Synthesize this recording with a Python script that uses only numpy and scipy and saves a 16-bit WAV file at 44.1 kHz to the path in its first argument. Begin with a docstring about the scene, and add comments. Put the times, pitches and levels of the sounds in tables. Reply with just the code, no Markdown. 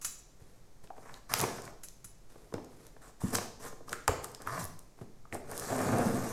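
"""Scissors open the packing tape of a cardboard box on a table in a bare, echoing room.
The blades, modelled as ringing steel modes and rubbing noise, clink; tape snaps as short bursts of noise.
Short strokes at the ends, then a long pull along the top seam, hiss and rasp as streams of random tiny jerks.
Knocks and slips ring the panel modes of the hollow box, and sleeves rustle over a quiet ventilation rumble.
A single microphone hears it all, directly and off the walls; both channels are the same."""
import sys
import numpy as np
from scipy import signal
from scipy.fft import rfft, irfft, next_fast_len
from scipy.io import wavfile
from scipy.ndimage import uniform_filter1d, map_coordinates

SR = 44100
rng = np.random.default_rng(int(sys.argv[2]) if len(sys.argv) > 2 else 0)


def transcribe(u):
    """Save the signal u as a 16-bit wav file named by the first command-line argument.

    u: samples, shape (n,) or (channels, n), limited to [-1, 1]; the rate is SR.
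    q: integer samples, one column per channel.
    """
    v = np.clip(np.atleast_2d(u).T, -1, 1)
    q = np.round(v * 32767).astype(np.int16)
    wavfile.write(sys.argv[1], SR, q)


N = 278712  # samples

# short strokes of the blade at the ends of the box, levels at mid-stroke:
# start_s, length_s, tape_hiss_db, flap_rasp_db, box_boom_db, swell_db (start to end), hiss_pitch_hz
END_STROKES = [(0.968, 0.21, -66, -57.5, -62.5, 5, 7040), (1.297, 0.03, -47.5, -40, -64, 9, 5470),
               (1.345, 0.086, -45, -39, -40.5, 7, 6550), (1.443, 0.16, -53.5, -47.5, -49, -6, 5600),
               (1.636, 0.072, -61.5, -57, -59.5, -9, 7000), (3.02, 0.077, -62, -57, -63, -0.5, 8360),
               (3.209, 0.1, -51.5, -50, -57.5, 4.5, 8600), (3.333, 0.044, -41.5, -43.5, -39, 0, 8000),
               (3.41, 0.049, -53, -49, -54, -7, 5450), (3.601, 0.08, -52, -51.5, -55.5, 8.5, 8000),
               (3.879, 0.054, -53, -53.5, -53, 9, 8600), (4.229, 0.022, -52, -63, -50.5, 5, 11000),
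               (4.29, 0.072, -69, -63, -59, 8, 6500), (4.404, 0.056, -66, -52.5, -54.5, -3, 7000),
               (4.469, 0.11, -51, -42.5, -49, 5, 5800), (4.595, 0.048, -47.5, -51, -50, -12, 10500),
               (5.33, 0.021, -51.5, -73, -36, 1, 7900)]
# the long pull along the top seam, levels before the layer trims: time_s, tape_hiss_db, box_boom_db, hiss_pitch_hz
SEAM_PULL = [(5.44, -72, -57, 8500), (5.498, -53.5, -48, 8600), (5.584, -46.5, -43, 8300),
             (5.684, -45.5, -42, 7600), (5.724, -44.5, -30, 6300), (5.81, -44, -34.5, 9900),
             (5.85, -45, -36, 6800), (5.94, -47.5, -31, 6550), (6.0, -46.5, -32, 8100),
             (6.07, -44, -31.5, 6200), (6.1, -46.5, -37, 8600), (6.135, -48, -32.5, 8500),
             (6.274, -47.5, -35.5, 8000), (6.32, -47, -46, 8000)]


def amp(db):
    """Decibels to gain."""
    return 10 ** (np.asarray(db) / 20)


def unit(x):
    """Scale to rms 1."""
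    return x / np.sqrt(np.mean(x ** 2) + 1e-20)


def attack_unit(x):
    """Scale so that the loudest 4 ms have rms 1."""
    return x / np.sqrt(uniform_filter1d(x ** 2, size=176).max())


def along(points, hz):
    """Read a curve of (Hz, value) points, joined on a log frequency axis."""
    point_hz, values = np.transpose(points)
    return np.interp(np.log(hz + 1), np.log(point_hz + 1), values)


def curve(rows):
    """One value per sample for each column after the time."""
    times, *columns = np.transpose(rows)
    return [np.interp(np.arange(N) / SR, times, column) for column in columns]


def filtered(x, response):
    """Multiply the spectrum of x by a response of frequency."""
    size = next_fast_len(len(x) + 8192)  # silence after the end, so the filter's tail does not wrap
    spectrum = rfft(x, size) * response(np.fft.rfftfreq(size, 1 / SR))
    return irfft(spectrum, size)[:len(x)]


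def coloured(x, colour):
    """Filter x by a curve of (Hz, dB) points, at rms 1."""
    return unit(filtered(x, lambda hz: amp(along(colour, hz))))


def wobble(rate):
    """A smooth random curve, rate knots a second."""
    knots = rng.standard_normal(int(N * rate / SR) + 4)
    return map_coordinates(knots, [np.arange(N) * rate / SR])


def add(track, s, sound):
    """Mix a sound in at s seconds."""
    part = track[max(round(s * SR), 0):][:len(sound)]
    part += sound[:len(part)]


def reach(hz, centre_hz, octaves):
    """A hump on the octave axis: the part of the spectrum that a contact excites."""
    distance = np.log2((hz + 1) / centre_hz) / octaves
    return 1 / (1 + distance ** 2)


def crack(centre_hz, octaves, t60, rise_cycles=0.3):
    """A toneless burst: dying noise, its spectrum evened out round a centre; dull bursts start more softly."""
    t = np.arange(SR // 12) / SR
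    burst = rfft(rng.standard_normal(len(t)) * amp(-60 * t / t60))
    hump = reach(np.fft.rfftfreq(len(t), 1 / SR), centre_hz, octaves) ** 2
    even = irfft(burst / np.abs(burst) ** .8 * hump, len(t))  # most of the noise's own peaks are flattened
    rise = 1 - np.exp(-t * centre_hz / rise_cycles)
    fade = np.cos(np.pi / 2 * t / t[-1]) ** 2
    return attack_unit(even * rise * fade)


def slips(rate, spread_db):
    """Stick and slip: tiny jerks at random times, about rate a second, of very unequal size, at rms 1."""
    happens = rng.random(N) < rate / SR
    return unit(happens * rng.standard_normal(N) * amp(spread_db * rng.standard_normal(N)))


def stroke(start, length, swell_db):
    """Gain of one hand movement: a quick attack, a hold that swells or sags, a release."""
    attack_s, release_s, fade_db = 0.018, 0.041, 32.5  # each time is that of a fade by fade_db
    t = np.arange(N) / SR - start
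    outside = np.maximum(-t / attack_s, 0) + np.maximum((t - length) / release_s, 0)
    gain_db = swell_db * (np.clip(t / length, 0, 1) - .5) - fade_db * outside
    return amp(np.maximum(gain_db, -200))


def panels(centre_hz, octaves, scatter_db):
    """The cardboard's ring after one push: damped modes, strongest near the centre of the push."""
    # cardboard panel modes: mode_hz, level_db (before scatter), t60_s
    box_modes = [(94, 2, 0.11), (118.5, 3.5, 0.073), (193, -1.5, 0.027), (248.2, -3.5, 0.061),
                 (285.3, 0, 0.029), (343.5, -0.5, 0.025), (460, -1, 0.039), (538, 2.5, 0.014),
                 (714, 5.5, 0.012), (919, 1.5, 0.019), (1070, 2, 0.015), (1228, -0.5, 0.022),
                 (1427, 4, 0.0067), (1752, 3, 0.011), (2170, 4.5, 0.0041), (2810, -59, 0.003)]
    hz, db, t60 = np.transpose(box_modes)[:, :, None]
    t = np.arange(SR // 12) / SR
    sign = (-1) ** np.arange(len(hz))[:, None]  # neighbouring modes push opposite ways
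    size = sign * reach(hz, centre_hz, octaves) * amp(db + scatter_db * rng.standard_normal(hz.shape))
    return np.sum(size * amp(-60 * t / t60) * np.sin(2 * np.pi * hz * t), axis=0)


def shaken(jerks, centre_hz, octaves):
    """A run of jerks through the box's panels, at rms 1."""
    return unit(signal.oaconvolve(jerks, panels(centre_hz, octaves, scatter_db=1))[:N])


def background():
    """Steady ventilation rumble and hiss over a slow drift of air pressure."""
    # colour of the quiet room: hz, level_db (relative)
    room_air = [(12, -33), (20, 1), (39, -1), (74, -18), (127, -7.5), (228, -17), (434, -19), (1530, -31.5),
                (2320, -33), (2820, -37.5), (6540, -33), (11400, -41), (16000, -39)]
    drift_colour = [(1, -20), (2.5, 0), (7, 0), (11, -25), (40, -70), (200, -120)]  # hz, level_db
    drift = filtered(rng.standard_normal(N), lambda hz: amp(along(drift_colour, hz)))
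    ventilation = coloured(rng.standard_normal(N), room_air)
    return amp(-59.0) * ventilation + amp(-51.5) * unit(drift)


def clinks(ring_db=-4, bite_s=0.0021, octaves=0.47):
    """The blades grind past each other; the rubbing rings their modes, damped by the hand."""
    # the scissor blades: mode_hz, level_db (relative), t60_s
    blade_modes = [(1230, -11, .05), (2584, 12, 0.11), (2970, 9, .12), (3990, 6, .1), (4570, 2, 0.11),
                   (5389, -13, 0.068), (6070, 5, 0.054), (6400, -2, 0.041), (6800, -3, 0.091),
                   (7130, -1, 0.062), (7144, -6, 0.066), (7305, -2, 0.075), (7440, 5, 0.057),
                   (7990, 6, 0.06), (9000, 7, 0.054), (9840, 7, 0.11), (10140, 5, 0.038),
                   (10430, -1, 0.054), (11380, 6, 0.041), (11750, -3, .08)]
    # colour of steel rubbing on steel: hz, level_db (relative)
    grind_colour = [(500, -28), (1200, -1.5), (2400, -10), (4000, -12), (7000, 4), (8800, -8), (11000, 1),
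                    (13000, -10), (16000, -4)]
    # the blades meet: time_s, level_db, rub_t60_s, centre_hz (of the excited modes)
    meetings = [(0.013, -44.5, 0.26, 7050), (0.046, -29.5, 0.039, 8200), (0.056, -40.5, 0.18, 7500),
                (0.186, -59, 0.06, 6500), (1.833, -42.5, 0.057, 10400), (1.84, -54, 0.052, 5970),
                (2.043, -43.5, 0.043, 10200)]
    track, t = np.zeros(N), np.arange(SR // 3) / SR
    hz, mode_db, t60 = np.transpose(blade_modes)[:, :, None]
    modes = amp(mode_db - 60 * t / t60) * np.sin(2 * np.pi * hz * t)
    for s, db, rub_t60, centre_hz in meetings:
        force = amp(-60 * t / rub_t60) * (1 - np.exp(-t / bite_s))
        rub = force * coloured(rng.standard_normal(len(t)), grind_colour)
        ring = np.sum(modes * reach(hz, centre_hz, octaves), axis=0)
        steel = signal.fftconvolve(force * rng.standard_normal(len(t)), ring)[:len(t)]
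        clink = attack_unit(rub) + amp(ring_db) * attack_unit(steel)
        add(track, s, amp(db) * attack_unit(clink))
    return track


def brush():
    """Sleeve and palm rustle softly as the arms move: dense random slips of cloth."""
    # arm movements: start_s, length_s, level_db (at mid-move), swell_db (start to end)
    arm_moves = [(0.4, 0.29, -70, -12), (0.836, 0.0058, -58, 11), (2.298, 0.69, -68.5, -13),
                 (2.71, 0.167, -64.5, 11), (4.978, 0.054, -64, -1)]
    # colour of the rustle: hz, level_db (relative)
    cloth_colour = [(59, -48), (100, -5.5), (260, -9), (442, -7), (736, -13.5), (1330, -18), (1870, -19),
                    (2800, -26), (11200, -24), (16000, -36)]
    moves = sum(amp(db) * stroke(start, length, swell_db) for start, length, db, swell_db in arm_moves)
    return moves * coloured(slips(rate=8100, spread_db=5.0), cloth_colour)


def knocks(crush_db=-1, crush_grows=0.53, crush_spread=1.71, crush_cycles=12):
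    """A blow rings the panels and crushes the cardboard's flutes; the harder it is, the more the toneless thud prevails."""
    # hand or blade knocks the box: time_s, level_db, centre_hz (of the excited modes), spread_octaves
    blows = [(0.411, -51, 127.5, 0.72), (0.904, -38.5, 794, 0.26), (0.980, -45.5, 467, 0.88),
             (1.338, -21.5, 1800, 1.46), (1.397, -30.5, 870, 0.88), (1.434, -27.5, 440, 0.45),
             (1.439, -27, 795, 1.07), (1.487, -39.5, 500, 1.1), (1.677, -44.5, 900, 1.5),
             (1.727, -50.5, 800, 0.47), (2.044, -52.5, 111, 1.2), (2.358, -48.5, 516, 0.71),
             (2.5245, -41.5, 596, 0.5), (2.5398, -29.5, 350, 0.85), (2.58, -46, 950, 1),
             (2.543, -39.5, 132, 0.7), (2.965, -50.5, 495, 1.2), (3.216, -42, 900, 0.22),
             (3.2374, -25, 194, 0.38), (3.352, -27, 895, 1.1), (3.384, -30, 600, 1.4),
             (3.727, -45.5, 410, 0.97), (3.806, -47.5, 467, 0.52), (3.882, -43.5, 1140, 0.34),
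             (3.931, -27, 1466, 0.13), (4.0789, -19, 1140, 0.78), (4.084, -21, 935, 0.35),
             (4.0886, -28, 68, 0.74), (4.091, -25.5, 422, 0.47), (4.245, -40.5, 1210, .4),
             (4.474, -28.5, 1200, 0.22), (4.988, -53.5, 870, 0.76), (5.012, -38.5, 180, 0.92),
             (5.021, -50.5, 600, 0.6), (5.253, -50.5, 1110, 0.44), (5.326, -34.5, 1916, 0.17),
             (5.330, -38.5, 272, 0.67), (5.351, -34.5, 484, 0.49), (5.992, -27, 410, 0.51),
             (6.064, -24, 195, 0.12)]
    track = np.zeros(N)
    typical_db = np.mean([row[1] for row in blows])
    for s, db, hz, octaves in blows:
        ring = attack_unit(panels(centre_hz=hz, octaves=octaves, scatter_db=3.0))
        crush = crack(hz, crush_spread * octaves, t60=min(crush_cycles / hz, .05))
        crush_gain = amp(crush_db + crush_grows * (db - typical_db))
        add(track, s, amp(db) * attack_unit(ring + crush_gain * crush))
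    return track


def snaps(t60=0.005, octaves=1.4, ping_db=-4, ping_t60=0.011, ping_octaves=0.17, lead_in_db=-21, lead_in_t60=0.011):
    """Taut tape tears with a very short crack, a faint noise swell just before it, and the torn edge pings briefly."""
    # tape gives way under the blade: time_s, level_db, pitch_hz
    tape_breaks = [(0.874, -56.5, 2430), (1.1414, -44, 4040), (1.3391, -24.5, 5300), (1.3387, -22.5, 11600),
                   (1.3735, -37, 11000), (1.3858, -33, 10600), (1.391, -32, 10500), (1.3953, -31, 6500),
                   (1.403, -27, 6170), (1.414, -24, 10300), (1.62, -45.5, 6930), (1.653, -46.5, 6900),
                   (1.8856, -43, 6070), (2.5396, -42.5, 5300), (2.646, -53, 6600), (2.8674, -49, 7400),
                   (3.3388, -35, 11600), (3.347, -31, 7600), (3.3509, -25.5, 7900), (3.3546, -24, 5800),
                   (3.384, -41, 7500), (3.8938, -41, 5700), (3.929, -31.5, 7700), (4.0794, -22.5, 7340),
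                   (4.0796, -34, 12400), (4.244, -33, 8200), (4.317, -50.5, 8360), (4.348, -39.5, 5100),
                   (4.4199, -44.5, 7500), (4.473, -43, 11800), (4.642, -35, 11000), (4.6522, -36, 10500),
                   (4.7915, -45, 9100), (5.346, -38, 8700), (5.5147, -39, 9400), (5.578, -33.5, 8100),
                   (5.597, -33.5, 8440), (5.985, -35.5, 8440)]
    track = np.zeros(N)
    for s, db, pitch_hz in tape_breaks:
        lead_in = crack(pitch_hz, octaves, lead_in_t60)[::-1]  # a faint reversed noise burst just before each crack
        add(track, s - len(lead_in) / SR, amp(db + lead_in_db) * lead_in)
        ping = crack(pitch_hz, ping_octaves, ping_t60)
        tear = crack(pitch_hz, octaves, t60)
        add(track, s, amp(db) * attack_unit(tear + amp(ping_db) * ping))
    return track


def blade_work():
    """Gains of hiss, rasp and boom: the pull along the seam, and short strokes that each drive all three."""
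    hiss_trim_db, rasp_trim_db, boom_trim_db = -1.5, 3, -1.5
    hiss_db, boom_db, _ = curve(SEAM_PULL)
    pulling = np.arange(N) / SR > SEAM_PULL[0][0]
    # along the seam the flap's rasp follows the hiss
    layers = pulling * amp([hiss_db + hiss_trim_db, hiss_db + rasp_trim_db, boom_db + boom_trim_db])
    for start, length, tape_db, flap_db, box_db, swell_db, _ in END_STROKES:
        layers = layers + amp([[tape_db], [flap_db], [box_db]]) * stroke(start, length, swell_db)
    return layers


def lid_give():
    """The lid is stiff at its end and softens as the blade travels towards the middle."""
    edge_give, middle_give = 0.29, 0.6  # 0 stiff .. 1 soft
    pull_times = [SEAM_PULL[0][0], SEAM_PULL[-1][0]]
    return np.clip(np.interp(np.arange(N) / SR, pull_times, [edge_give, middle_give]), 0, 1)


def hiss_pitch():
    """The blade's angle sets the hiss pitch: held through each short stroke, wandering along the seam."""
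    held = [(s, hz) for start, length, *_, hz in END_STROKES for s in (start, start + length)]
    wandering = [(s, hz) for s, *_, hz in SEAM_PULL]
    return curve(sorted(held + wandering))[0]


def focused(x, centre_hz):
    """Friction noise with a moving resonance and short random patches of colour, at rms 1."""
    focus_db, focus_octaves, patchy_db = 3, 0.29, 2
    hz, t, z = signal.stft(x, SR, nperseg=256)
    centre = np.interp(t, np.arange(N) / SR, centre_hz)
    patches = uniform_filter1d(rng.standard_normal(z.shape), size=5, axis=0)  # smooth over frequency
    patches = unit(uniform_filter1d(patches, size=12, axis=1))  # smooth over time
    gain_db = focus_db * reach(hz[:, None], centre, focus_octaves) + patchy_db * patches
    return unit(signal.istft(z * amp(gain_db), SR, nperseg=256)[1][:N])


def scrape():
    """The sliding blade hisses in the tape; its jerks shake flap and box, and paper fibres break one by one."""
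    # colour of sliding friction in the tape: hz, level_db (relative)
    tape_colour = [(1650, -39), (2800, -7.5), (2970, -11.5), (3540, -7), (4980, -3), (5760, -1.5),
                   (7280, -1.5), (8730, -1), (10500, -4.5), (12200, -5), (13400, -7), (15200, -8),
                   (16000, -22)]
    crackle_per_s, crackle_db = 182, -19  # stray small tears, relative to the hiss
    hiss, rasp, boom = blade_work()
    give = lid_give()
    grip = amp(0.73 * wobble(70))  # the blade catches and runs free
    drag = amp(2.6 * wobble(32))  # slower unevenness of rasp and boom
    jerks = slips(rate=3000, spread_db=2.0) * grip
    edge = shaken(jerks, centre_hz=468, octaves=0.74)
    lid = shaken(slips(rate=1200, spread_db=2.0) * grip, centre_hz=224, octaves=0.57)
    flap = shaken(jerks, centre_hz=1480, octaves=1.0)
    fibres = shaken(slips(rate=220, spread_db=2), centre_hz=1400, octaves=1.1)
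    friction = coloured(slips(rate=9000, spread_db=3.0) * grip, tape_colour)
    film = focused(friction, hiss_pitch())
    tears = coloured(slips(rate=crackle_per_s, spread_db=4), tape_colour)
    body = np.sqrt(give) * lid + np.sqrt(1 - give) * edge
    cardboard = drag * (boom * body + amp(-6.5) * rasp * (flap + fibres))
    return cardboard + hiss * (film + amp(crackle_db) * tears)


def judder():
    """Regular stick and slip at the taped edge: the lid throbs at the slip rate, each slip rattles the flap."""
    # the blade judders through: time_s, rate_hz (slips per second, before jitter)
    slip_rates = [(4.475, 107), (4.525, 123), (4.595, 182), (4.64, 86), (4.66, 122)]
    throb_db, throb_rise_db_per_s = -50, 39  # the lid throbs harder as the blade sinks in
    rattle_db, rattle_fade_db_per_s = -41.5, 73  # the flap's rattle dies as the tape parts
    squeak_db = -6  # the flap's upper squeak
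    first, last = slip_rates[0][0], slip_rates[-1][0]
    rate_hz, = curve(slip_rates)
    t = np.arange(N) / SR
    cycles = np.cumsum(rate_hz * (1 + 0.03845 * wobble(80))) / SR
    jerks = np.diff(np.floor(cycles), prepend=0) * amp(3.0 * wobble(160))  # one per whole cycle
    elapsed = np.clip(t, first, last) - first
    throb = amp(throb_db + throb_rise_db_per_s * elapsed) * unit(np.sin(2 * np.pi * cycles))
    squeak = shaken(jerks, centre_hz=1770, octaves=0.038)
    flap = shaken(jerks, centre_hz=1166, octaves=0.21) + amp(squeak_db) * squeak
    rattle = amp(rattle_db - rattle_fade_db_per_s * elapsed) * flap
    return (throb + rattle) * (t > first) * (t < last)


def in_room(x, build_up_s=0.003):
    """The walls' answer: overlapping stretches of sound each get a fresh random echo tail, dying by frequency."""
    # strength of the echoes: hz, level_db (relative)
    wall_colour = [(50, -7), (110, -1.5), (400, 2.5), (1500, -2), (3000, 1), (7000, 1.5), (11000, -1.5),
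                   (15000, 3)]
    # how long the room rings: hz, t60_s
    room_decay = [(100, 0.83), (260, 0.72), (700, 0.65), (1840, 0.54), (5000, 0.65), (8000, 0.45),
                  (12800, 0.35), (16000, 0.42)]
    hop, echoes = SR // 3, np.zeros(N + SR)
    window = np.sin(np.linspace(0, np.pi, 2 * hop))
    padded = np.pad(x, (hop, 2 * hop))
    for start in range(0, N + hop, hop):
        hz, t, z = signal.stft(rng.standard_normal(2 * hop), SR, nperseg=256)
        tail_db = along(wall_colour, hz)[:, None] - 60 * t / along(room_decay, hz)[:, None]
        tail = signal.istft(z * amp(tail_db), SR, nperseg=256)[1]
        # the first echoes need 4 ms to arrive
        tail = tail * np.clip((np.arange(len(tail)) / SR - .004) / build_up_s, 0, 1)
        stretch = padded[start:start + 2 * hop] * window
        add(echoes, start / SR, signal.fftconvolve(stretch, tail / np.linalg.norm(tail)))
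    return echoes[hop:hop + N]


def impacts(count=3):
    """Several random draws of the hits feed the echoes, for a smoother tail; the first is also heard directly."""
    draws = [(snaps(), knocks(), clinks()) for _ in range(count)]
    echoes = sum(in_room(amp(-7.3) * cracks + amp(-5.0) * blows + amp(-4.5) * steel)
                 for cracks, blows, steel in draws)
    return sum(draws[0]) + echoes / np.sqrt(count)


def scene():
    """Everything reaches one microphone, the same in both channels; all but the background echoes off the walls."""
    sliding = scrape() + judder() + brush()
    mono = sliding + amp(-4.5) * in_room(sliding) + impacts() + background()
    return np.array([mono, mono])


def record(dry):
    """The microphone dulls the very top, and nothing is kept above the band limit."""
    # microphone response: hz, level_db
    mic_response = [(100, -0.5), (12500, -0.5), (14500, -5.5), (16000, -15)]
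    top_hz, skirt_hz = 16350, 400  # band limit, and the width of the slope below it

    def response(hz):
        """Microphone curve times the band limit."""
        return amp(along(mic_response, hz)) * np.clip((top_hz - hz) / skirt_hz, 0, 1)

    return np.array([filtered(channel, response) for channel in dry])


dry = scene()
out = record(dry)
transcribe(out)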